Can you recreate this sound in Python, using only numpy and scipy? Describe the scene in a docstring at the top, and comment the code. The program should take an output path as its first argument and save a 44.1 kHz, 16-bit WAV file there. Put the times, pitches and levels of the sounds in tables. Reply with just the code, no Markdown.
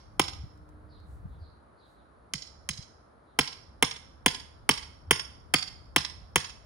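"""A clank dies away and another lands: a steel stake, steadied in one fist, is being hammered into a lawn.
After a pause come two light setting taps, then eight full blows. Each is a short, damped clank of steel
with a thin ring, over a thud of soil; house walls and a fence throw it back. Behind it lie light wind on
the microphone, distant traffic and a faint hiss. Early on a far motor swells and fades, and soft bumps,
snapping grass, a far bird and a rustle of clothes dot the gaps."""
import sys
import numpy as np
from scipy import signal
from scipy.fft import rfft, irfft, next_fast_len
from scipy.io import wavfile
from scipy.ndimage import uniform_filter1d

SR = 44100
rng = np.random.default_rng(int(sys.argv[2]) if len(sys.argv) > 2 else 0)


def wav_record(signal):
    """Record a signal, one row per channel, as 16-bit PCM in the file named by sys.argv[1]."""
    frames = np.transpose(np.atleast_2d(signal))
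    bounded = np.clip(frames, -1, 1)
    # unit amplitude maps onto the largest positive 16-bit level
    quanta = np.round(bounded * 32767).astype(np.int16)
    wavfile.write(sys.argv[1], SR, quanta)


N = 293265

# Hammer blows; where the head lands decides how much the shaft sings at 4.7 kHz (mid) and 9.6 kHz (top):
# start_s, force_db, mid_ring_db, top_ring_db
HAMMER_BLOWS = [ (-0.235, -7.5, 9, -7), (0.1952, -3.5, 0, -16.5), (2.3363, -16, -5, -3),
                (2.6894, -14, 1.5, -1), (3.3887, -1.5, 0.5, -23), (3.8247, -0.5, 2.5, 3),
                (4.2604, -1, 2, 7), (4.6908, 0, 3, -0.5), (5.109, 0.5, 3.5, 9.5), (5.5384, -0.5, 14, -3),
                (5.9614, -1, 5, -20.5), (6.3579, -1, 6.5, -0.5)]
# Damped modes of hammer head and gripped stake: pitch_hz, width_hz, level_db, pan_db (left minus right)
CLANK_MODES = [ (264, 110, 22, -1.5), (479, 61, 22, -2.5), (745, 160, 17.5, -4), (1015, 120, 23.5, -4.5),
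               (1200, 190, 19.5, -3), (1586, 470, 17, -4.5), (2096, 190, 24, 1.5), (2430, 213, 19, -7.5),
               (2695, 250, 20.5, -1), (3121, 180, 25, 0.5), (3391, 280, 20, -1), (5300, 510, 10.5, -11.5),
               (6560, 150, 15, -12.5), (7100, 240, 8, -6.5), (7530, 500, -0.5, -4), (8470, 380, 11, -7),
               (10080, 400, 8, -2), (10830, 160, 17.5, 2.5), (12900, 400, -3, 2.5), (15400, 620, 8, -1.5)]
# Stake modes the fist hardly damps: pitch_hz, width_hz, level_db, pan_db, level_db_per_force_db
RING_MODES = [(4050, 170, -1.5, -5.5, -1.0), (4690, 180, 9, -4, 0.5), (5426, 90, 21.5, -8, 1.2),
              (9557, 80, 18.5, 0.5, -0.05)]
# Tone of steel cracking on steel: frequency_hz, gain_db
CRACK_EQ = [(120, -9), (600, -1), (1500, 0.5), (3300, 2.5), (4500, 0), (6000, -13.5), (7400, 3),
            (10900, 1.5), (12000, -10.5), (16000, -12)]
# Low modes of the soil giving way: pitch_hz, level_db, t60_s, delay_s
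SOIL_MODES = [(188, -28, 0.068, .005), (141.6, -27, 0.098, .008), (88, -32.5, .11, 0.01)]
# Phase by which the left microphone port leads the right: frequency_hz, lead_rad
PORT_LEAD = [(150, -.12), (900, -.25), (1800, -.85), (3200, -1.6), (4700, .5), (6600, 0), (10000, 1.2),
             (13000, 1.9)]
# Slapback from walls, patio and fence: delay_s, level_db, smear_s
WALL_SLAPS = [(0.015, -9, 0.0009), (.0185, 0.5, .004), (.0425, -7.5, .005), (.049, -12, .005),
              (0.0847, -5.5, .0028), (.096, -16, 0.005), (.135, -14.5, 0.008)]
# Tone of the slaps against the diffuse tail: frequency_hz, gain_db
SLAP_EQ = [(1000, -5), (2500, -3.5), (4000, 2), (6500, 0), (9000, -11), (15000, -10.5)]
# Decay of the yard's diffuse tail: frequency_hz, t60_s
YARD_DECAY = [(150, 0.49), (1000, 0.51), (3000, 0.51), (5300, 0.59), (8000, 0.38), (11000, 0.41),
              (15000, 0.23)]
# Tone of all the reflections: frequency_hz, gain_db
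YARD_EQ = [(100, -16.5), (300, -20), (600, -16), (1100, -13), (2200, -14.5), (3200, -16), (4000, -5.5),
           (5500, -7), (6000, -11.5), (8500, -10.5), (11000, -15), (12500, -28.5), (16000, -20)]
# Rightward lean of the reflections: frequency_hz, pan_db (left minus right)
YARD_BALANCE = [(200, -1), (1000, -2.5), (3000, -3.5), (4200, -8.5), (5300, -11.5), (6600, -5), (10000, 0)]
# Rise and fall of the wind on the microphone: time_s, relative_level_db
WIND_GUSTS = [(0.0, -60), (0.13, -54.5), (0.33, -49), (0.65, -55), (0.89, -56.5), (1.3, -48), (1.46, -55.5),
              (1.72, -70.5), (2.18, -71), (2.76, -56), (2.94, -65.5), (3.3, -77.5), (3.58, -60),
              (4.37, -57.5), (6.31, -53.5), (6.65, -57.5)]
# Tone of the wind's rumble: frequency_hz, gain_db
WIND_EQ = [(20, -21.5), (40, -10), (72, -1.5), (110, -12), (170, -19), (300, -26.5), (600, -67)]
# Tone of distant traffic: frequency_hz, gain_db
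TRAFFIC_EQ = [(35, -21.5), (60, 0.5), (81, -10.5), (124, -10), (398, -11), (607, -10), (803, -13),
              (1310, -12.5), (2770, -37.5), (4320, -35.5), (5460, -45), (8510, -51), (9790, -41),
              (10800, -60.5), (16000, -69.5)]
# Narrow band of microphone hiss: frequency_hz, gain_db
HISS_EQ = [(8500, -34.5), (9500, -4.5), (10100, 0), (10700, -37.5)]
# How alike left and right are in the noise layers: frequency_hz, likeness (0 wide, 1 nearly mono)
STEREO_LIKENESS = [(60, 0.44), (180, 1), (550, -0.057), (1650, -0.16), (4970, 0.47), (15000, 0.38)]
# First three harmonics of the motor at the top of its swell: level_db
MOTOR_HARMONICS = [-69, -58, -67]
# Soft low bumps: centre_s, level_db, half_width_s
LOW_BUMPS = [(0.41, -37, 0.021), (0.441, -30.5, 0.0051), (1.132, -38.5, 0.018), (1.257, -28.5, 0.004),
             (1.423, -35, 0.012), (2.794, -32, 0.0044), (5.086, -34.5, 0.012)]
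# Grass blades snapping: start_s, level_db
GRASS_SNAPS = [(.575, -63), (.69, -59), (1.0, -64)]
# Chirps of a far bird: start_s, start_pitch_hz, level_db
BIRD_CHIRPS = [(0.88, 4700, -65), (1.275, 4300, -76), (1.385, 4870, -67), (1.765, 4500, -68),
               (1.93, 4450, -75.5), (3.241, 4250, -77.5)]
# Clothing brushing as the arm moves: centre_s, level_db
CLOTH_SWISHES = [(1.13, -75.5), (1.91, -81)]
# Tone of the cloth: frequency_hz, gain_db
CLOTH_EQ = [(2000, -12), (6500, 0), (11000, 3), (13000, -10), (15000, -3), (17000, -14)]

# A harder blow stays longer on the stake and sounds fuller and duller.
# Each pair is the value at 0 dB of force and its change per dB of force.
CONTACT_S, CONTACT_DB_PER_DB = .019, .5
BODY_DB, BODY_DB_PER_DB = -1.5, 0.87   # clank below 900 Hz
TREBLE_DB, TREBLE_DB_PER_DB = -4, -0.66   # 4.8 to 7 kHz
WALL_TREBLE_DB, WALL_TREBLE_DB_PER_DB = 0.57, -0.01   # treble thrown sideways to the walls

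LOOSE_BODY_DB, PACKING_S = 9, 2.1   # the loose stake sounds hollow until the soil packs round it
REBOUND_S, REBOUND_SPREAD_S, REBOUND_DB = .0042, .0003, -6
FAR_SIDE_S, FAR_DB_PER_DB = 0.11, -0.23   # the far side of the yard stands out more after a light tap


def from_db(db):
    """Decibels to gain."""
    return 10 ** (np.asarray(db) / 20)


def rms_one(x):
    """Scale to unit rms."""
    return x / np.sqrt(np.mean(x ** 2) + 1e-20)


def at_hz(points, hz):
    """Read a table on a log-frequency axis."""
    frequencies, values = np.transpose(points)
    return np.interp(np.log(np.maximum(hz, 1)), np.log(frequencies), values)


def panned(db):
    """Left and right gains for a left-minus-right level difference."""
    return from_db(np.array([[.5], [-.5]]) * db)


def eq(x, curve):
    """Minimum-phase equaliser that follows a curve of frequency_hz, gain_db."""
    n = x.shape[-1]
    size = 2 * next_fast_len(n)
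    gain = from_db(at_hz(curve, np.fft.rfftfreq(size, 1 / SR)))
    cepstrum = irfft(np.log(gain))
    cepstrum[1:size // 2] *= 2
    cepstrum[size // 2 + 1:] = 0
    return irfft(rfft(x, size) * np.exp(rfft(cepstrum)))[..., :n]


def add(out, sound, start_s):
    """Mix a sound in at a time, trimmed to fit."""
    at = round(start_s * SR)
    first, last = max(at, 0), min(at + sound.shape[-1], out.shape[-1])
    if last > first:
        out[..., first:last] += sound[..., first - at:last - at]


def burst(decay_s, passes=5):
    """Dying noise, about equally strong at all pitches: chattering steel faces, or a scattered echo."""
    t = np.arange(4096) / SR
    x = rng.standard_normal(len(t)) * from_db(-60 * t / decay_s)
    for _ in range(passes):
        spectrum = rfft(x)
        flattened = irfft(spectrum / (np.abs(spectrum) + 1e-12))
        x = flattened * np.exp(-(t / decay_s) ** 2)
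    return np.pad(x, (0, len(t)))


def steel_modes(push, modes, scatter_db=0.89, detune=0.013):
    """Struck steel: parallel resonances of alternating sign, a little different on every hit."""
    out = np.zeros((2, len(push)))
    for k, (hz, width_hz, db, pan_db) in enumerate(modes):
        level_jitter, pitch_jitter = rng.standard_normal(2)
        radius = np.exp(-np.pi * width_hz / SR)
        angle = 2 * np.pi * hz * (1 + detune * pitch_jitter) / SR
        poles = [1, -2 * radius * np.cos(angle), radius ** 2]
        mode = signal.lfilter([1, 0, -1], poles, push + 1e-18) * (1 - radius ** 2) / 2
        out += (-1) ** k * from_db(db + scatter_db * level_jitter) * panned(pan_db) * mode
    return out


def crack(contact_s, pan_db=-3):
    """The bite of the hit: dense, quickly damped vibration between the modes, different on each side."""
    chatter = np.array([burst(contact_s), burst(contact_s)])
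    return panned(pan_db) * eq(chatter, CRACK_EQ)


def shaft_ring(contact_s, force_db, mid_ring_db, top_ring_db):
    """The thin ring that escapes the fist, set by how hard and where the head lands."""
    extras_db = (0, mid_ring_db, 0, top_ring_db)
    modes = [(hz, width_hz, db + per_db * force_db + extra_db, pan_db)
             for (hz, width_hz, db, pan_db, per_db), extra_db in zip(RING_MODES, extras_db)]
    return steel_modes(burst(contact_s), modes, detune=0.0019)


def late_bass(x, centre_hz=270, lag_s=0.0038):
    """Low bending waves travel slowly: an all-pass holds back the bass around one pitch."""
    radius, angle = np.exp(-2 / (lag_s * SR)), 2 * np.pi * centre_hz / SR
    poles = [1, -2 * radius * np.cos(angle), radius ** 2]
    return signal.lfilter(poles[::-1], poles, x)


def struck_stake(start_s, force_db, mid_ring_db, top_ring_db):
    """Clank, crack and ring, then a softer clank as the stake kicks back against the hammer."""
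    contact_s = CONTACT_S * from_db(CONTACT_DB_PER_DB * force_db)
    clank = steel_modes(burst(contact_s), CLANK_MODES)
    steel = clank + crack(contact_s) + shaft_ring(contact_s, force_db, mid_ring_db, top_ring_db)
    rebound = from_db(REBOUND_DB) * steel_modes(burst(contact_s), CLANK_MODES)
    add(steel, rebound, REBOUND_S + REBOUND_SPREAD_S * rng.standard_normal())
    hollow_db = LOOSE_BODY_DB * np.exp(-max(start_s, 0) / PACKING_S)
    body_db = BODY_DB + BODY_DB_PER_DB * force_db + hollow_db
    treble_db = TREBLE_DB + TREBLE_DB_PER_DB * force_db
    tone = [(900, body_db), (1600, 0), (3300, 0), (4800, treble_db), (7000, treble_db), (13000, 0)]
    return from_db(force_db) * late_bass(eq(steel, tone))


def soil_thud(samples, force_db, rise_s=0.0011, db_per_force_db=0.4):
    """The weight under the clank: the soil takes the push in low modes that swell quickly and die."""
    thud = np.zeros(samples)
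    for hz, db, t60_s, delay_s in SOIL_MODES:
        t = np.maximum(np.arange(samples) / SR - delay_s, 0)
        envelope = (1 - np.exp(-t / rise_s)) * from_db(db - 60 * t / t60_s)
        thud += envelope * np.sin(2 * np.pi * hz * t)
    return from_db(db_per_force_db * force_db) * thud * panned(-1.5)


def at_ports(x):
    """Sound from the stake reaches the two microphone ports out of step."""
    size = next_fast_len(x.shape[1])
    lead_rad = at_hz(PORT_LEAD, np.fft.rfftfreq(size, 1 / SR))
    phase_shift = np.exp(1j * lead_rad * np.array([[.5], [-.5]]))
    return irfft(rfft(x, size) * phase_shift, size)[:, :x.shape[1]]


def yard(x, far_db, tail_db=-1.0, build_s=.004, scatter_db=1.55):
    """Smeared slaps off walls and fence over a diffuse tail whose top dies first; far_db lifts the end."""
    t = np.arange(SR * 3 // 4) / SR
    hz = np.fft.rfftfreq(len(t), 1 / SR)
    white = rfft(rng.standard_normal((2, len(t))))
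    tail, slaps = np.zeros((2, 2, len(t)))
    for centre_hz, t60_s in YARD_DECAY:
        band = at_hz([(f, f == centre_hz) for f, _ in YARD_DECAY], hz)
        tail += irfft(white * band, len(t)) * from_db(-60 * t / t60_s)
    tail *= 1 - np.exp(-(t / build_s) ** 2)
    tail *= from_db(tail_db) / np.sqrt(np.sum(tail ** 2) / 2)
    for delay_s, db, smear_s in WALL_SLAPS:
        gain = from_db(db + scatter_db * rng.standard_normal())
        slap = np.array([burst(smear_s * np.log(1000)) for side in range(2)])
        add(slaps, gain * slap, delay_s)
    far_lift = from_db(np.interp(t, [FAR_SIDE_S / 2, FAR_SIDE_S], [0, far_db]))
    centred = eq(far_lift * (tail + eq(slaps, SLAP_EQ)), YARD_EQ)
    response = np.array([eq(side, [(f, share * db) for f, db in YARD_BALANCE])
                         for side, share in zip(centred, (.5, -.5))])
    return signal.fftconvolve(x.mean(axis=0)[None], response, axes=1)


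def hammering():
    """Every blow, heard directly and off the walls; the moving body scatters each one differently."""
    direct, reflected = np.zeros((2, 2, N))
    for start_s, force_db, mid_ring_db, top_ring_db in HAMMER_BLOWS:
        steel = struck_stake(start_s, force_db, mid_ring_db, top_ring_db)
        blow = steel + soil_thud(steel.shape[1], force_db)
        wall_db = WALL_TREBLE_DB + WALL_TREBLE_DB_PER_DB * force_db
        outward = eq(blow, [(3200, 0), (4000, wall_db), (7000, wall_db), (11000, 0)])
        add(direct, blow, start_s)
        add(reflected, yard(outward, FAR_DB_PER_DB * force_db), start_s)
    return at_ports(direct) + reflected


def stereo_noise(curve):
    """Steady noise at unit rms, shaped by an EQ curve; its stereo width varies with frequency."""
    hz = np.fft.rfftfreq(N, 1 / SR)
    mid, side = rfft(rng.standard_normal((2, N)))
    likeness = np.clip(at_hz(STEREO_LIKENESS, hz), 0, .98)
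    left_right = np.sqrt(1 + likeness) * mid + np.sqrt(1 - likeness) * side * [[1], [-1]]
    return rms_one(irfft(left_right * from_db(at_hz(curve, hz)), N))


def wind(trim_db=3):
    """Light gusts rumble on the microphone."""
    gust_db = np.interp(np.arange(N) / SR, *np.transpose(WIND_GUSTS))
    return from_db(gust_db + trim_db) * stereo_noise(WIND_EQ)


def traffic(level_db=-59):
    """Distant traffic blurs into a steady, dark wash."""
    return from_db(level_db) * stereo_noise(TRAFFIC_EQ)


def microphone_hiss(level_db=-86.5):
    """The microphone's own thin hiss, near 10 kHz."""
    return from_db(level_db) * stereo_noise(HISS_EQ)


def motor_hum(pitch_hz=151.3, peak_s=.78, rise_db_per_s=18.5, fall_db_per_s=25):
    """A distant motor swells and fades on one pitch."""
    t = np.arange(N) / SR - peak_s
    swell = from_db(np.minimum(rise_db_per_s * t, -fall_db_per_s * t))
    tone = sum(from_db(db) * np.sin(2 * np.pi * k * pitch_hz * t)
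               for k, db in enumerate(MOTOR_HARMONICS, start=1))
    return swell * tone


def bumps(usual_hz=87, usual_half_width_s=0.0098, port_spread_rad=0.48):
    """Dull puffs of a few cycles at most, a little out of step at the two microphone ports."""
    out, t = np.zeros((2, N)), np.arange(N) / SR
    for centre_s, db, half_width_s in LOW_BUMPS:
        hz = usual_hz * (usual_half_width_s / half_width_s) ** 0.33   # shorter puffs are higher
        phase = rng.uniform(0, 2 * np.pi) + port_spread_rad * rng.standard_normal((2, 1))
        envelope = from_db(db) * np.exp(-((t - centre_s) / half_width_s) ** 2)
        out += envelope * np.sin(2 * np.pi * hz * (t - centre_s) + phase)
    return out


def grass(t60_s=0.033):
    """Blades snap under the knee in tiny dry ticks."""
    out, t = np.zeros((2, N)), np.arange(SR // 10) / SR
    for start_s, db in GRASS_SNAPS:
        snap = rng.standard_normal((2, len(t))) * from_db(db - 60 * t / t60_s)
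        add(out, eq(snap, [(1500, -6), (5000, -1), (8000, -4), (15000, -13)]), start_s)
    return out


def bird(chirp_s=.125, fall_hz_per_s=9500, rasp_hz=300):
    """A far bird's harsh chirps, all falling at one rate, washed in the yard's reflections."""
    chirps, t = np.zeros((2, N)), np.arange(int(chirp_s * SR)) / SR
    for start_s, start_hz, db in BIRD_CHIRPS:
        rasp = rms_one(uniform_filter1d(rng.standard_normal(SR // 2), size=40))[:len(t)]
        pitch_hz = start_hz - fall_hz_per_s * t + rasp_hz * rasp
        envelope = from_db(db) * np.sin(np.pi * t / chirp_s)
        add(chirps, envelope * np.sin(2 * np.pi * np.cumsum(pitch_hz) / SR), start_s)
    return 0.91 * chirps + 1.25 * yard(chirps, far_db=0.5)[:, :N]


def cloth_rustle(half_width_s=0.066):
    """Clothing brushes in brief, faint swishes as the arm moves."""
    t = np.arange(N) / SR
    envelope = sum(from_db(db) * np.exp(-((t - centre_s) / half_width_s) ** 2)
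                   for centre_s, db in CLOTH_SWISHES)
    return envelope * stereo_noise(CLOTH_EQ)


def scene():
    """Hammering up front, over the quiet bed of a suburb."""
    bed = wind() + traffic() + microphone_hiss() + motor_hum()
    return hammering() + bed + bumps() + grass() + bird() + cloth_rustle()


def record(dry, low_cut_hz=32, ceiling=1.2, high_cut_hz=16300):
    """Roll off the deepest bass, round the loudest peaks and cut the very top."""
    low_cut = signal.butter(2, low_cut_hz, "high", fs=SR, output="sos")
    high_cut = signal.ellip(10, .1, 110, high_cut_hz, fs=SR, output="sos")
    thinned = signal.sosfilt(low_cut, dry)
    rounded = ceiling * np.tanh(thinned / ceiling)
    return signal.sosfilt(high_cut, rounded)


dry = scene()
out = record(dry)
wav_record(out)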